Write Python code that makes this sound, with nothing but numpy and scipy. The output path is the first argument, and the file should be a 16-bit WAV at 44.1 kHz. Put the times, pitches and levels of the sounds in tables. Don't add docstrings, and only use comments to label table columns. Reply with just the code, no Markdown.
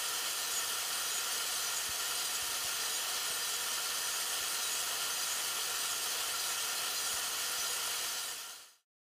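import sys
import numpy as np
from scipy import signal
from scipy.fft import rfft, irfft
from scipy.io import wavfile
from scipy.ndimage import map_coordinates

SR = 44100
rng = np.random.default_rng(int(sys.argv[2]) if len(sys.argv) > 2 else 0)


def master(y):
    cut = np.clip(np.atleast_2d(y).T, -1, 1)
    pcm = np.round(cut * 32767)
    wavfile.write(sys.argv[1], SR, pcm.astype(np.int16))


N = 403943
TIME = np.arange(N) / SR
TURN_S = .594


def gain_of(db):
    return 10 ** (np.asarray(db) / 20)


def unit_rms(x):
    return x / np.sqrt(np.mean(x ** 2) + 1e-20)


def curve_at(points, hz):
    f, value = np.transpose(points)
    return np.interp(np.log(hz + 1), np.log(f + 1), value)


def coloured(x, gain):
    return irfft(rfft(x) * gain(np.fft.rfftfreq(N, 1 / SR)), N) * np.sqrt(SR / 2)


def drift(rate_hz):
    return unit_rms(coloured(rng.standard_normal(N), lambda hz: np.exp(-(hz / rate_hz) ** 2)))


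def resonance(hz, centre, width):
    return 1 / (1 + (np.sqrt(2) - 1) * (2 * (hz - centre) / width) ** 2) ** 2


def microphone_bumps(low_cut_hz=58, slight_per_s=9, slight_db=-52, slight_s=.003):
    # t/s, peak level/dB before the low cut, rise and decay time/s
    strong = [(1.892, -36, .002), (2.425, -41, .0022), (2.487, -47, .003), (2.648, -39.5, .001),
              (3.303, -44, .001), (4.409, -41, .005), (7.139, -39.5, .0025), (7.586, -43, 0.0026)]
    slight = gain_of(slight_db) * rng.uniform(-1, 1, N) * (rng.random(N) < slight_per_s / SR)
    t = np.arange(-SR // 20, SR // 20) / SR
    pushes = signal.oaconvolve(slight, np.exp(-abs(t) / slight_s), "same")
    for s, db, length in strong:
        start = round(s * SR) - len(t) // 2
        pushes[start:start + len(t)] += gain_of(db) * np.exp(-abs(t) / length)
    return signal.sosfilt(signal.butter(4, low_cut_hz, "highpass", fs=SR, output="sos"), pushes)


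def motor_whine(shaft_hz=487.5, waver=.0003, rough=0.48):
    # multiple of the shaft speed, level/dB
    orders = [(1, -67.5), (2, -65), (3, -67), (6, -63), (12, -62.5), (24, -65)]
    turns = np.cumsum(shaft_hz * (1 + waver * drift(4))) / SR
    whine = sum(gain_of(db) * np.sqrt(2) * np.sin(2 * np.pi * k * turns) for k, db in orders)
    return whine * (1 + rough * drift(30))


def cooling_air(flicker_db=0.54):
    # f/Hz, level/dB per Hz
    rush = [(20, -120), (40, -103), (60, -94.5), (90, -88.5), (140, -91), (230, -89.5), (350, -86.5),
            (600, -82.5), (850, -84), (1100, -78), (2100, -83.5), (2600, -82.5), (3700, -84.5),
            (15000, -89)]
    # f/Hz, width/Hz, top level/dB per Hz
    cavities = [(460, 80, -81), (725, 85, -76.5), (940, 50, -79), (1215, 50, -78), (1315, 70, -74.5),
                (1387, 44, -68.5), (1480, 60, -80), (1815, 130, -73.5), (2240, 70, -81), (2590, 130, -76.5),
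                (2870, 170, -75), (3070, 140, -72), (3290, 220, -73.8)]

    def gain(hz):
        cavity_power = sum(gain_of(db) ** 2 * resonance(hz, f, width) for f, width, db in cavities)
        return np.sqrt(gain_of(curve_at(rush, hz)) ** 2 + cavity_power)
    return coloured(rng.standard_normal(N), gain) * gain_of(flicker_db * drift(21))


def contact_force(chatter_hz=92.8, chatter=0.095, overtone=0.022, flicker_db=0.63):
    phase = 2 * np.pi * np.cumsum(chatter_hz + 0.11 * drift(0.8)) / SR
    tremble = gain_of(flicker_db * drift(37))
    return tremble * (1 + chatter * np.cos(phase) + overtone * np.cos(2 * phase))


def grit_hiss(grains_per_s=30000, spread_db=0.8):
    # f/Hz, level/dB per Hz
    scratch = [(300, -112), (2000, -87), (3600, -83.5), (4600, -74.5), (5400, -79), (6300, -76),
               (7500, -80.5), (8700, -78), (10200, -80), (11400, -85), (13500, -84), (14500, -86.5),
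               (15300, -83.5)]
    strengths = rng.standard_normal(N) * gain_of(spread_db * rng.standard_normal(N))
    grains = strengths * (rng.random(N) < grains_per_s / SR)
    return coloured(unit_rms(grains), lambda hz: gain_of(curve_at(scratch, hz)))


def wall_colour(hiss, patch_hz=110, patch_turn=.08, repeat=0.57, size=1024):
    # f/Hz, spread/dB
    mottle = [(2500, 8), (4000, 2), (5500, 1.5), (7000, 4), (8300, 7), (9500, 5.5), (11000, 1.5),
              (15000, 3.5)]
    overlap = size - size // 4
    hz, t, spectra = signal.stft(hiss, SR, nperseg=size, noverlap=overlap)
    row, turn = np.meshgrid(hz / patch_hz, t / TURN_S, indexing="ij")
    pattern, fresh = rng.standard_normal((2, size // 2, size // 2))
    returning = map_coordinates(pattern, [row, turn % 1 / patch_turn], mode="mirror")
    passing = map_coordinates(fresh, [row, turn / patch_turn], mode="mirror")
    field = unit_rms(np.sqrt(repeat) * returning + np.sqrt(1 - repeat) * passing)
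    field = np.minimum(field, 2 * np.tanh(field / 2))
    gain = gain_of(curve_at(mottle, hz)[:, None] * field)
    gain /= np.sqrt(np.mean(gain ** 2, axis=1, keepdims=True))
    return signal.istft(spectra * gain, SR, nperseg=size, noverlap=overlap)[1][:N]


def sleeve_ring(width_hz=22, rest_db=-10.5, trim_db=-3, size=4096):
    # f/Hz, loudest point/turns, swell length/turns, level/dB before trim_db
    modes = [(3337, 0.07, 0.08, -51.0), (3875, 0.85, 0.1, -49.2), (3965, 0.79, 0.7, -55.1),
             (4080, 0.74, 0.54, -54.1), (4134, 0.41, 0.07, -49.5), (4145, 0.74, 0.11, -48.5),
             (4834, 0.79, 0.12, -47.2), (4985, 0.76, 0.58, -53.7), (5803, 0.26, 0.12, -53.8),
             (5964, 0.82, 0.12, -47.6), (6233, 0.62, 0.08, -49.4), (6510, 0.99, 0.62, -53.3),
             (6782, 0.97, 0.08, -44.4), (6998, 0.18, 0.1, -52.4), (6998, 0.68, 0.13, -52.5),
             (7270, 0.94, 0.63, -55.9), (7525, 0.12, 0.1, -52.9), (7547, 0.91, 0.15, -54.8),
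             (7805, 0.48, 0.1, -54.2), (7805, 0.74, 0.15, -53.3), (7816, 0.99, 0.12, -54.5),
             (7967, 0.91, 0.12, -54.2), (8225, 0.44, 0.08, -53.2), (8473, 0.1, 0.1, -53.4),
             (8770, 0.09, 0.62, -54.0), (8828, 0.89, 0.08, -51.3), (9076, 0.09, 0.15, -53.4),
             (9657, 0.04, 0.57, -51.8), (10583, 0.1, 0.17, -56.8), (11229, 0.0, 0.07, -58.9)]
    t = np.arange(size) / size * N / SR
    bins = np.fft.ifftshift(np.arange(size) - size // 2)
    band = np.sqrt(resonance(bins * SR / N, 0, width_hz))
    spectrum = np.zeros(N // 2 + 1, complex)
    for hz, angle, length, db in modes:
        ring = np.fft.ifft(band * (rng.standard_normal(size) + 1j * rng.standard_normal(size)))
        turns_away = (t / TURN_S - angle + .5) % 1 - .5
        swell = np.sqrt(np.exp2(-(2 * turns_away / length) ** 2) + gain_of(rest_db) ** 2)
        envelope = gain_of(db + trim_db) * swell * ring / ring.std()
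        spectrum[round(hz * N / SR) + bins] += np.fft.fft(envelope) / size
    return irfft(spectrum, N) * N / np.sqrt(2)


def stick_slip(hz, catches, waver_hz=14, rough=0.17):
    swell = np.zeros(N)
    for s, db, length in catches:
        near = slice(*np.searchsorted(TIME, [s - 2 * length, s + 2 * length]))
        swell[near] += gain_of(db) * np.exp2(-2 * ((TIME[near] - s) / length) ** 2)
    cycles = np.cumsum(hz + waver_hz * drift(40.9)) / SR
    return np.sqrt(2) * swell * np.sin(2 * np.pi * cycles) * (1 + rough * drift(123.4))


def mode_chirps(length_s=0.024):
    # t/s, f/Hz, level/dB
    catches = [(1.073, 5964, -43), (1.662, 5964, -43), (3.428, 4834, -43), (4.058, 5964, -43),
               (4.655, 3875, -44), (5.124, 6233, -44), (6.78, 4134, -43), (6.969, 4145, -44),
               (8.24, 3875, -44)]
    return sum(stick_slip(hz, [(s, db, length_s)]) for s, hz, db in catches)


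def high_spot_squeal(hz=6787, first_s=.582, bite_s=0.022, lead_s=0.05, touch_s=0.031, touch_db=-6):
    # t/s, squeal level/dB
    bite_levels = [(1.2, -37), (1.75, -43), (2.3, -47), (4.1, -41.5), (7.1, -43), (7.7, -47)]
    times = np.arange(first_s, N / SR, TURN_S)
    levels = np.interp(times, *np.transpose(bite_levels))
    bites = [(s, db, bite_s) for s, db in zip(times, levels)]
    touches = [(s - lead_s, db + touch_db, touch_s) for s, db in zip(times, levels)]
    return stick_slip(hz, bites + touches)


def scene():
    ringing = sleeve_ring()
    grinding = contact_force() * (wall_colour(grit_hiss()) + ringing)
    squeals = high_spot_squeal() + mode_chirps()
    mono = grinding + squeals + cooling_air() + motor_whine() + microphone_bumps()
    return np.array([mono, mono])


def record(dry, fade_start_s=7.865, fade_s=1.0, high_cut_hz=15300):
    fade = np.cos(np.pi / 2 * np.clip((TIME - fade_start_s) / fade_s, 0, 1)) ** 2
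    high_cut = signal.firwin(1023, high_cut_hz, window=("kaiser", 9), fs=SR)
    return signal.oaconvolve(dry * fade, high_cut[None], "same")


dry = scene()
out = record(dry)
master(out)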